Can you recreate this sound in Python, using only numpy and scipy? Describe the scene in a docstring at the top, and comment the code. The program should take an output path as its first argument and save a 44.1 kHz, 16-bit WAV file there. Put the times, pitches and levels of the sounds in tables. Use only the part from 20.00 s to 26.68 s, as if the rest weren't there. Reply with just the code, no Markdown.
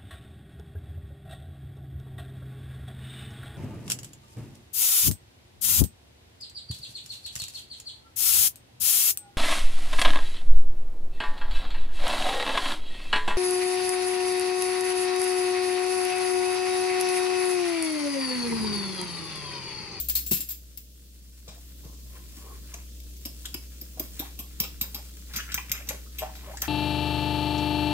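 """A hand kneads mince in a hard bowl: the bowl rocks and clacks on the counter as noisy contacts excite
its modes, fingers rub it, and air pockets squelch as clusters of pops ringing near a pitch.
At the start cutlery clatters into a steel holder, nearer the left port: contacts strike the steel modes.
Behind lie a small tiled kitchen's decaying echoes, a fridge's hum of unsteady sines and air of banded noise.
Two close microphone ports, bright at the top."""
import sys
import numpy as np
from scipy import signal
from scipy.io import wavfile

SR = 44100
rng = np.random.default_rng(int(sys.argv[2]) if len(sys.argv) > 2 else 0)


def wrap_up_sound(samples):
    """Save the sound to the file named by the first command line argument, as 16-bit audio."""
    columns = np.atleast_2d(samples).T
    # keep every value between -1 and 1, then stretch to whole-number steps
    tamed = np.clip(columns, -1, 1)
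    steps = np.round(tamed * 32767).astype(np.int16)
    wavfile.write(sys.argv[1], SR, steps)


N = 294588


def from_db(db):
    """Amplitude factor of a level in dB."""
    return 10 ** (np.asarray(db) / 20)


def rms_one(x):
    """Scale a signal to an rms of 1."""
    return x / np.sqrt(np.mean(x ** 2) + 1e-20)


def butter(x, order, hz, kind):
    """Smooth filter without ripple: "low", "high" or "band"."""
    return signal.sosfilt(signal.butter(order, hz, kind, fs=SR, output="sos"), x)


def in_time(rows):
    """Each column after the seconds, drawn as a line through time."""
    s, *columns = np.transpose(rows)
    return [np.interp(np.arange(N) / SR, s, column) for column in columns]


def at_hz(points, hz):
    """Read a curve of (Hz, value) along a logarithmic frequency axis."""
    curve_hz, values = np.transpose(points)
    return np.interp(np.log(hz), np.log(curve_hz), values)


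def drift(rate_hz):
    """Slow chance of spread 1: noise through a double pole at 1/40 of the sample rate."""
    r = np.exp(-80 * np.pi * rate_hz / SR)
    noise = rng.standard_normal(N // 40 + 2002)
    slow = signal.lfilter([1], [1, -2 * r, r * r], noise)[2000:]   # skip the settling
    return np.interp(np.arange(N) / 40, np.arange(len(slow)), rms_one(slow))


def ring(clicks, hz, t60):
    """A damped mode: a unit click sets a tone of height about 1 ringing, with no offset below it."""
    r, w = from_db(-60 / (t60 * SR)), 2 * np.pi * hz / SR
    return signal.lfilter([.5, 0, -.5], [1, -2 * r * np.cos(w), r * r], clicks + 1e-18)


def resonant(x, peaks, uneven_db, channels):
    """Parallel resonances whose shares of an even total wander slowly, differently at each port."""
    out, power = 0, 0
    for k, (hz, width_hz, db) in enumerate(peaks):
        r = np.exp(-np.pi * width_hz / SR)
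        mode = rms_one(signal.lfilter([1, 0, -1], [1, -2 * r * np.cos(2 * np.pi * hz / SR), r * r], x))
        share = np.array([from_db(db + uneven_db * drift(3)) for _ in range(channels)])
        out = out + (-1) ** k * mode * share   # alternate signs between neighbours
        power = power + share ** 2
    return out / np.sqrt(power)


def grains(per_s, spread_db):
    """Random clicks of uneven size and sign; rms 1."""
    sizes = from_db(spread_db * np.minimum(rng.exponential(1, N), 5))
    signs = rng.choice([-1, 1], N)
    return rms_one(sizes * signs * (rng.random(N) < per_s / SR))


def two_ports(make, apart):
    """The same chance signal at both ports, with a share of power that only one port gets."""
    shared = make()
    return np.array([np.sqrt(1 - apart) * shared + np.sqrt(apart) * make() for _ in range(2)])


def dying(times, db, t60, rise_s):
    """Envelope: each event swells in rise_s and dies by 60 dB in its own t60."""
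    out = np.zeros(N)
    for s, level_db, decay in zip(times, db, np.broadcast_to(t60, len(times))):
        i = round(s * SR)
        t = np.arange(min(N - i, SR // 2)) / SR
        fall = from_db(level_db - 60 * t / max(decay, .005))
        out[i:i + len(t)] += fall * (1 - np.exp(-t / rise_s))
    return out


def bursts(times, db, pitch_hz, t60, pops, cycles, spread, rise_s, climb):
    """Dying clusters of pops, each ringing on three pitches around its own; higher ones tend to come later."""
    out, n = np.zeros(N), SR // 4
    octaves = spread * (np.array([-1, 0, 1]) + .25 * rng.standard_normal((len(times), 3)))
    for s, level_db, hz, decay, offsets in zip(times, db, pitch_hz, np.broadcast_to(t60, len(times)), octaves):
        i = round(s * SR)
        cluster = dying([0], [0], decay, rise_s)[:min(n, N - i)] * pops[i:i + n]
        late = [np.roll(cluster, round(k * climb * decay * SR)) for k in range(3)]
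        rung = sum(ring(e, hz * 2 ** d, cycles / hz) for e, d in zip(late, offsets))
        out[i:i + n] += from_db(level_db) * rung / np.max(np.abs(rung))
    return out


def thuds(times, db, pitch_hz):
    """A blow is one short, slightly rough push on the counter, which rings low and a little late."""
    push = 1 + 2.3 * butter(rng.standard_normal(N), 2, 500, "low")
    knocks = bursts(times + 0.0035, db, pitch_hz, 0.018, push, cycles=15.0, spread=0.25, rise_s=0.0011, climb=0.05)
    return butter(knocks, 2, 85, "high")


def favour_db(hz, favoured_hz, octaves=.14):
    """Where the blow lands decides which modes it favours, by up to 11 dB."""
    return 11 * np.exp(-(np.log2(hz / favoured_hz) / octaves) ** 2)


def placed(x, left_lag, left_db):
    """The left port hears the source left_lag samples later and left_db louder than the right."""
    left, right = np.broadcast_to(x, (2, N))
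    return np.array([from_db(left_db / 2) * np.roll(left, left_lag), from_db(-left_db / 2) * right])


# Lines of the fridge's hum. Each row: pitch in Hz, level in dB relative to the hum.
HUM_LINES = [(60.4, -0.5), (58, -50), (76, -20.5), (125.7, -23), (193.7, -22), (297.4, -24)]


def fridge(hum_db):
    """Compressor lines, slightly unsteady in level and phase."""
    t = np.arange(N) / SR
    lines = 0
    for hz, db in HUM_LINES:
        level = from_db(db + 0.86 * drift(3.0))
        lines = lines + level * np.sin(2 * np.pi * hz * t + 0.48 * drift(1.5))
    return np.sqrt(2) * from_db(hum_db) * lines


# How alike the two ports hear the air. Each row: frequency in Hz, left-right likeness from -1 to 1.
PORT_LIKENESS = [(60, -0.89), (130, 0.95), (290, 0.76), (640, 0.39), (1410, -0.51), (3100, 0.033),
                 (6820, -0.1), (15000, 0.083)]


def banded(spectrum, patchy_db):
    """Third-octave bands of stereo noise, each with its own level, flicker and likeness; rms 1."""
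    out, edges = 0, 25 * 2 ** np.arange(0, 9.4, 1 / 3)
    white = rng.standard_normal((2, 2, N))
    for k, (low, high) in enumerate(zip(edges, edges[1:])):
        mid, side = butter(white[k % 2], 2, [low, high], "band")   # neighbours use separate noise
        hz = np.sqrt(low * high)
        alike = np.clip(at_hz(PORT_LIKENESS, hz), -1, 1)
        gain = from_db(at_hz(spectrum, hz) + patchy_db * drift(4.7))
        out = out + gain * (np.sqrt(1 + alike) * mid + np.sqrt(1 - alike) * side * [[1], [-1]])
    return rms_one(out)


# Colour of the air at the ports. Each row: frequency in Hz, relative density in dB per Hz.
AIR_SPECTRUM = [(25, 14), (60, -47), (95, -12.5), (140, -5.5), (206, -6.5), (300, -8.5), (560, -17.5),
                (700, -51), (1700, -59), (2600, -22.5), (4000, -18), (7500, -18), (13000, -19),
                (16000, -20.5)]


def room_air(hum_db):
    """Patchy noise of the kitchen air, its level set 7.5 dB under the hum level."""
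    return from_db(hum_db - 7.5) * banded(AIR_SPECTRUM, patchy_db=.9)


ROOM_T60_S, WALL_CUT_HZ, ROOM_WIDE_HZ, ROOM_DB = 0.3, 13800, 300, -7


def kitchen(x):
    """Dense reflections off the tiles, duller than the direct sound; long waves reach both ports alike."""
    t = np.arange(SR // 2) / SR
    mid, side = rng.standard_normal((2, len(t))) * from_db(-60 * t / ROOM_T60_S) * (t > .003)
    side = butter(side, 1, ROOM_WIDE_HZ, "high")
    echoes = butter(np.array([mid + side, mid - side]), 1, WALL_CUT_HZ, "low")
    echoes /= np.sqrt(np.sum(echoes ** 2, axis=1, keepdims=True))
    return from_db(ROOM_DB) * signal.fftconvolve(x[None], echoes, axes=1)[:, :N]


# Some moments in the clatter bring low thuds of the holder on the counter.
# Each row: start in seconds, thud peak in dB before placing, thud pitch in Hz.
HOLDER_THUDS = [(0.3085, -23.5, 220), (0.3091, -27, 389), (0.3109, -37.5, 690), (0.3244, -28.5, 153),
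                (0.392, -40.5, 254)]


def holder_thuds():
    """The holder knocks on the counter, which answers with low thuds."""
    return thuds(*np.transpose(HOLDER_THUDS))


# Cutlery dropping into the holder. Each row: start in seconds, peak of the ringing in dB before placing,
# favoured low mode in Hz, favoured high mode in Hz, how freely it rings from 0 to 1.
CUTLERY_DROPS = [(0.0004, -16, 8800, 14300, 0.61), (0.043, -28, 7666, 13500, 0.5),
                 (0.0858, -13, 9400, 13100, 0.41), (0.0968, -10.5, 6420, 15100, 0.43),
                 (0.1528, -8.5, 4320, 16400, 0.82), (0.176, -22, 7666, 12800, 0.15),
                 (0.191, -25, 9927, 11850, 0.3), (0.263, -21, 9500, 16500, 1),
                 (0.3106, -9, 2700, 16100, 0.46), (0.316, -12.5, 9400, 11500, 0.58),
                 (0.3208, -22, 3850, 15300, 0.24), (0.332, -12, 7370, 12800, 0.7),
                 (0.345, -30, 2720, 15400, 0.8), (0.367, -19, 2720, 13300, 0.54),
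                 (0.4055, -16, 7400, 11560, 0.63), (0.416, -37, 5000, 15200, 0.2),
                 (0.4884, -21, 4470, 14000, 0.3), (0.493, -24, 6450, 14600, 0.56),
                 (0.505, -20, 7370, 12500, 0.74), (0.7738, -21, 5200, 13900, 0.33)]
# Modes of the steel. Each row: nominal pitch in Hz, relative level in dB, undamped ring time (t60) in seconds.
STEEL_MODES = [(2719, -20, .2), (3850, -20, .15), (4317, -21, .15), (4770, -19, .1), (5150, -17, .12),
               (6450, -18, .15), (7370, -13, .25), (7666, -16, .13), (8340, -20, .12), (9400, -16, .15),
               (9927, -20, .3), (11230, -8, .1), (11650, -10, .15), (11850, -10, .2), (11964, -10, .15),
               (12620, -10, .2), (12790, -5, .2), (13170, -8, .2), (13545, -12, .2), (13990, -12, .2),
               (14140, -12, .2), (14390, -10, .2), (14550, -7, .15), (14900, -8, .15), (15140, -1, .15),
               (15345, -2, .25), (15540, -4, .15)]


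def cutlery():
    """Each drop, a hard contact and short rattle, strikes every steel mode anew; hiss scrapes along."""
    s, peak_db, low_hz, high_hz, free = np.transpose(CUTLERY_DROPS)
    free, n = np.clip(free, .1, 1), SR // 3
    out, contacts = np.zeros((2, N)), two_ports(lambda: grains(1500, 3), apart=.55)
    contacts[:, np.round((s + .0006) * SR).astype(int)] = 16   # the hard first contact
    chance = rng.standard_normal((len(s), len(STEEL_MODES), 2))
    for at, level_db, low, high, share, draws in zip(s, peak_db, low_hz, high_hz, free, chance):
        i = round(at * SR)
        rattle = (dying([at], [0], .13 * share, .0005) * contacts)[:, i:i + n]
        rung = 0
        for (hz, db, t60), (strength, detune) in zip(STEEL_MODES, draws):
            favoured_db = favour_db(hz, low) + favour_db(hz, high, octaves=.05)
            gain = from_db(db + favoured_db + 3 * strength)
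            piece_hz = hz * (1 + .008 * detune)   # other pieces, slightly other pitches
            rung = rung + gain * ring(rattle, piece_hz, .6 * t60 * share)
        out[:, i:i + n] += from_db(level_db) * rung / np.max(np.abs(rung))
    hiss = butter(two_ports(lambda: grains(8300, 2.3), apart=0.74), 2, 3000, "high")
    out += dying(s, peak_db - 20, 0.27 * free, 0.00014) * rms_one(hiss)
    return out + holder_thuds()


# Air pockets bursting in the mince.
# Each row: start in seconds, peak in dB before placing, pitch in Hz, decay (t60) of the pops in seconds.
AIR_POCKETS = [(1.478, -48, 570, 0.065), (1.56, -51.5, 650, 0.08), (1.845, -44.5, 430, 0.07),
               (2.741, -45, 670, 0.035), (3.256, -47.5, 616, 0.055), (3.45, -40, 1480, 0.032),
               (3.543, -28, 2680, 0.021), (3.814, -50.5, 534, 0.062), (3.972, -39.5, 620, 0.032),
               (3.997, -33, 556, 0.038), (4.193, -41.5, 640, 0.079), (4.218, -37, 806, 0.05),
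               (4.601, -41.5, 473, 0.16), (4.641, -42, 1250, 0.038), (4.809, -42, 1180, 0.035),
               (4.95, -40, 1040, 0.056), (4.98, -41.5, 696, 0.053), (5.303, -44.5, 1500, 0.038),
               (5.338, -36, 1510, 0.12), (5.357, -28.5, 2250, 0.11), (5.387, -26.5, 1550, 0.06),
               (5.398, -30, 2800, 0.04), (5.479, -34.5, 1560, 0.08), (5.49, -33, 2280, 0.07),
               (5.518, -34.5, 1550, 0.027), (5.542, -28.5, 1510, 0.052), (5.577, -22, 2410, 0.02),
               (5.579, -30.5, 975, 0.04), (5.739, -40, 1400, 0.12), (5.754, -29, 2500, 0.05),
               (5.776, -36.5, 2350, 0.03), (5.817, -40, 2310, 0.03), (5.792, -42, 593, 0.056),
               (5.894, -29.5, 2130, 0.0544), (5.906, -28.5, 553, 0.027), (5.941, -44, 505, 0.039),
               (6.061, -51.5, 1220, 0.049), (6.22, -23, 700, 0.052), (6.258, -39.5, 820, 0.05),
               (6.29, -37, 900, 0.035), (6.434, -46, 980, 0.036), (6.473, -36.5, 620, 0.04),
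               (6.495, -37, 597, 0.074), (6.535, -35.5, 770, 0.04), (6.57, -37.5, 1840, 0.051),
               (6.624, -33.5, 780, 0.052), (6.634, -34, 1850, 0.03), (6.648, -32.5, 1610, 0.05)]


def squelches():
    """A pocket opens with a pop, then its bubbles burst around its pitch, higher as the pocket shrinks."""
    s, db, hz, decay = np.transpose(AIR_POCKETS)
    pops = grains(700, 3)
    pops[np.round((s + .001) * SR).astype(int)] = 20   # the opening pop
    return bursts(s, db, hz, decay, pops, cycles=19.5, spread=0.12, rise_s=0.00012, climb=0.13)


# The hand presses into the mince. Each row: time of full pressure in seconds, build-up in seconds,
# hold in seconds, rub in the bowl in dB, wet fizz in dB (both before placing).
HAND_PRESSES = [(1.481, 0.053, 0.025, -54, -62), (1.843, 0.11, 0.085, -61, -89),
                (2.164, 0.27, 0.0044, -53.5, -64), (2.449, 0.34, 0.083, -52, -66),
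                (2.746, 0.12, 0.011, -52, -52), (3.261, 0.058, .005, -61, -73),
                (3.452, 0.046, 0.013, -61, -65), (3.543, 0.037, .01, -55.5, -65),
                (3.993, 0.16, 0.025, -56, -75), (4.205, 0.11, 0.049, -53.5, -53.5),
                (4.392, 0.04, 0.014, -52, -61), (4.602, 0.018, 0.029, -47, -53),
                (4.828, .02, 0.018, -51.5, -57), (4.943, .01, 0.014, -51.5, -63),
                (5.361, 0.15, .005, -52, -54), (5.57, 0.016, 0.0037, -53, -62),
                (5.732, 0.12, 0.0088, -52.5, -42), (5.896, 0.083, 0.0045, -45.5, -46.5),
                (6.212, 0.075, 0.012, -47.5, -62), (6.49, 0.5, 0.0035, -50, -51.5),
                (6.619, 0.012, 0.0076, -53, -39.5)]


def pressure(db, fade_db_per_s):
    """Envelope of all presses: each builds up by 53 dB over its build-up, holds and lets go."""
    t = np.arange(N) / SR
    out = np.zeros(N)
    for (s, build, hold, *_), level_db in zip(HAND_PRESSES, db):
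        near = slice(max(round((s - 3 * build) * SR), 0), round((s + hold + .5) * SR))
        early, late = np.maximum(s - t[near], 0), np.maximum(t[near] - s - hold, 0)
        out[near] += from_db(level_db - 53 * early / max(build, .002) - fade_db_per_s * late)
    return out


# The mince keeps seething between presses.
# Each row: time in seconds, sticky crackle in dB, wet fizz in dB (both before placing).
MINCE_SEETHE = [(1.0, -63, -76), (1.45, -57, -74.5), (2.0, -59.5, -70.5), (2.4, -53, -68.5),
                (2.75, -57, -69), (2.95, -60.5, -72), (3.4, -50, -74), (3.7, -60.5, -67.5),
                (4.2, -46.5, -64.5), (4.6, -63, -69), (5.1, -51, -64.5), (5.5, -51.5, -55), (6.0, -58, -72),
                (6.3, -60, -57), (6.68, -51, -75)]
# The bowl's air and wall under the rubbing. Each row: pitch in Hz, width in Hz, relative level in dB.
BOWL_HOLLOW = [(400, 90, -1), (567, 70, -2), (700, 110, -3), (850, 110, -2), (1000, 90, 0), (1130, 90, 0)]


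def kneading():
    """Fingers rub the bowl through the mince, moisture fizzes, sticky threads tear in tiny ticks."""
    *_, rub_db, fizz_db = np.transpose(HAND_PRESSES)
    crackle_db, seethe_db = in_time(MINCE_SEETHE)
    rub = resonant(grains(900, 1.7), BOWL_HOLLOW, uneven_db=4.0, channels=2)
    clumps = from_db(5.0 * drift(11))   # fizz and ticks crowd and thin out together
    fizz = butter(grains(700 * clumps, 3.5), 2, [1200, 3000], "band")
    ticks = butter(grains(6000 * clumps, 5.1), 1, 3000, "high")
    rubbing = pressure(rub_db, fade_db_per_s=293) * rub
    wet = pressure(fizz_db, fade_db_per_s=232) + from_db(seethe_db)
    return rubbing + wet * rms_one(fizz) + from_db(crackle_db) * rms_one(ticks)


# The bowl clacking on the counter. Each row: start in seconds, rim level in dB, body level in dB,
# favoured body mode in Hz, thud peak in dB, thud pitch in Hz, decay (t60) of the rim in seconds;
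# the levels hold before placing.
BOWL_CLACKS = [(1.4792, -54, -42.5, 3700, -40.5, 186, 0.19), (1.8475, -45, -48, 4420, -35, 166, 0.036),
               (2.367, -41, -44, 7090, -43, 290, 0.03), (2.7392, -32, -31.5, 6530, -63, 144, 0.032),
               (3.001, -35, -43, 4280, -77, 132, 0.023), (3.1657, -47, -48, 5930, -73, 186, 0.068),
               (3.252, -26.5, -31, 5200, -33.5, 297, 0.066), (3.4542, -29.5, -28, 3560, -63, 133, 0.042),
               (3.5418, -16, -29, 5000, -31.5, 305, 0.028), (3.8128, -22.5, -40, 5130, -39.5, 276, 0.03),
               (3.9953, -12.5, -28.5, 4600, -29, 290, 0.036), (4.193, -22.5, -31, 3660, -28.5, 302, 0.08),
               (4.3897, -27.5, -36.5, 2910, -36.5, 271, 0.092),
               (4.6001, -14.5, -23, 5340, -28.5, 232, 0.073), (4.6371, -59, -31, 2570, -56, 308, 0.086),
               (4.811, -15, -25.5, 8330, -30, 231, 0.073), (4.9451, -25, -30, 5130, -42, 250, 0.075),
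               (5.335, -39, -36.5, 3850, -38, 148, 0.2), (5.361, -18, -24.5, 6400, -37, 220, 0.06),
               (5.5186, -36, -29.5, 2750, -47, 138, 0.056), (5.542, -12.5, -20.5, 6430, -36, 208, 0.028),
               (5.6945, -36, -35, 2050, -36.5, 159, 0.038), (5.716, -10, -18.5, 6700, -42, 166, 0.032),
               (5.871, -48, -43, 6000, -70, 200, 0.084), (5.888, -18.5, -24.5, 6450, -37.5, 207, 0.049),
               (6.184, -28.5, -31.5, 2910, -60, 155, 0.12), (6.3525, -45.5, -44.5, 3970, -73, 148, 0.18),
               (6.571, -45, -32, 7000, -47, 153, 0.025), (6.618, -14.5, -24.5, 6400, -40.5, 203, 0.035)]
# Modes of the bowl's body. Each row: pitch in Hz, width in Hz, relative level in dB.
BODY_MODES = [(2300, 300, -2), (2770, 280, -2), (3290, 300, -2), (3840, 260, -2), (5100, 400, 2),
              (5500, 350, -3), (6025, 240, -1), (6550, 400, -6), (7100, 350, -3), (7450, 300, -2),
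              (7870, 350, -3), (9100, 800, -5)]
# Modes of the bowl's rim. Each row: pitch in Hz, width in Hz, relative level in dB.
RIM_MODES = [(11450, 700, -3), (12300, 700, 0), (13000, 700, 0), (14100, 700, -3), (14900, 900, -6)]
BOWL_RING_DB, BOWL_RING_T60_S = -15.5, 0.043


def bowl():
    """The foot strikes and chatters briefly: rim and body crack and ring, the counter knocks below."""
    s, rim_db, body_db, body_hz, thud_db, thud_hz, decay = np.transpose(BOWL_CLACKS)
    contact = two_ports(lambda: grains(4000, 3), apart=.45)
    latest = np.maximum(np.searchsorted(s, np.arange(N) / SR) - 1, 0)
    held_hz = body_hz[latest]   # each clack's favoured pitch holds until the next
    body = [(hz, width_hz, db + favour_db(hz, held_hz)) for hz, width_hz, db in BODY_MODES]
    rim = dying(s, rim_db, decay, 0.0016) * resonant(contact, RIM_MODES, uneven_db=6.0, channels=2)
    out = placed(rim, left_lag=2, left_db=-3)   # the rim stands a little to the right of the foot
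    out += dying(s, body_db, 1.3 * decay, .0005) * resonant(contact, body, uneven_db=3, channels=2)
    strengths = rng.standard_normal((len(s), len(BODY_MODES)))
    for (hz, _, db), strength in zip(BODY_MODES, strengths.T):   # the first contact sets the bowl ringing
        strikes = np.zeros(N)
        strike_db = body_db + db + BOWL_RING_DB + .5 * favour_db(hz, body_hz) + 3 * strength
        strikes[np.round((s + .0008) * SR).astype(int)] = from_db(strike_db)
        out += ring(strikes, hz, BOWL_RING_T60_S)
    return out + thuds(s, thud_db, thud_hz)


# Background level, which sinks and recovers; the air follows it.
# Each row: time in seconds, hum level in dB.
BACKGROUND_LEVEL = [(0.0, -40.5), (0.09, -41.5), (0.28, -42.5), (0.37, -47), (1.34, -48.5), (1.9, -43),
                    (5.3, -42.5), (5.38, -42.5), (6.68, -41.5)]


def scene():
    """Bowl, mince and cutlery close to the ports and in the room, over fridge and air."""
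    hum_db, = in_time(BACKGROUND_LEVEL)
    steel, mince = cutlery(), bowl() + squelches() + kneading()
    # the cutlery reaches the left port first and louder; the bowl reaches it later, yet louder
    near = placed(steel, left_lag=-10, left_db=4.5) + placed(mince, left_lag=5, left_db=2.5)
    hum = fridge(hum_db) * from_db([[.5], [-.5]])   # 1 dB louder on the left
    return near + kitchen(steel[0] + mince[0]) + room_air(hum_db) + hum


# Treble dip of the microphone ports. In order: centre in Hz, width in Hz, depth in dB.
TREBLE_DIP = (9700, 2400, -4.5)


def record(dry):
    """The ports have a dip in the treble and fall off steeply above 15750 Hz; the top is cut by 17000 Hz."""
    hz, width_hz, db = TREBLE_DIP
    dip = signal.lfilter(*signal.iirpeak(hz, hz / width_hz, fs=SR), dry)
    dry = dry - (1 - from_db(db)) * dip
    ports = signal.sosfilt(signal.ellip(8, .5, 35, 15750, fs=SR, output="sos"), dry)
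    return signal.sosfilt(signal.cheby2(12, 50, 17000, fs=SR, output="sos"), ports)


dry = scene()
out = record(dry)
wrap_up_sound(out)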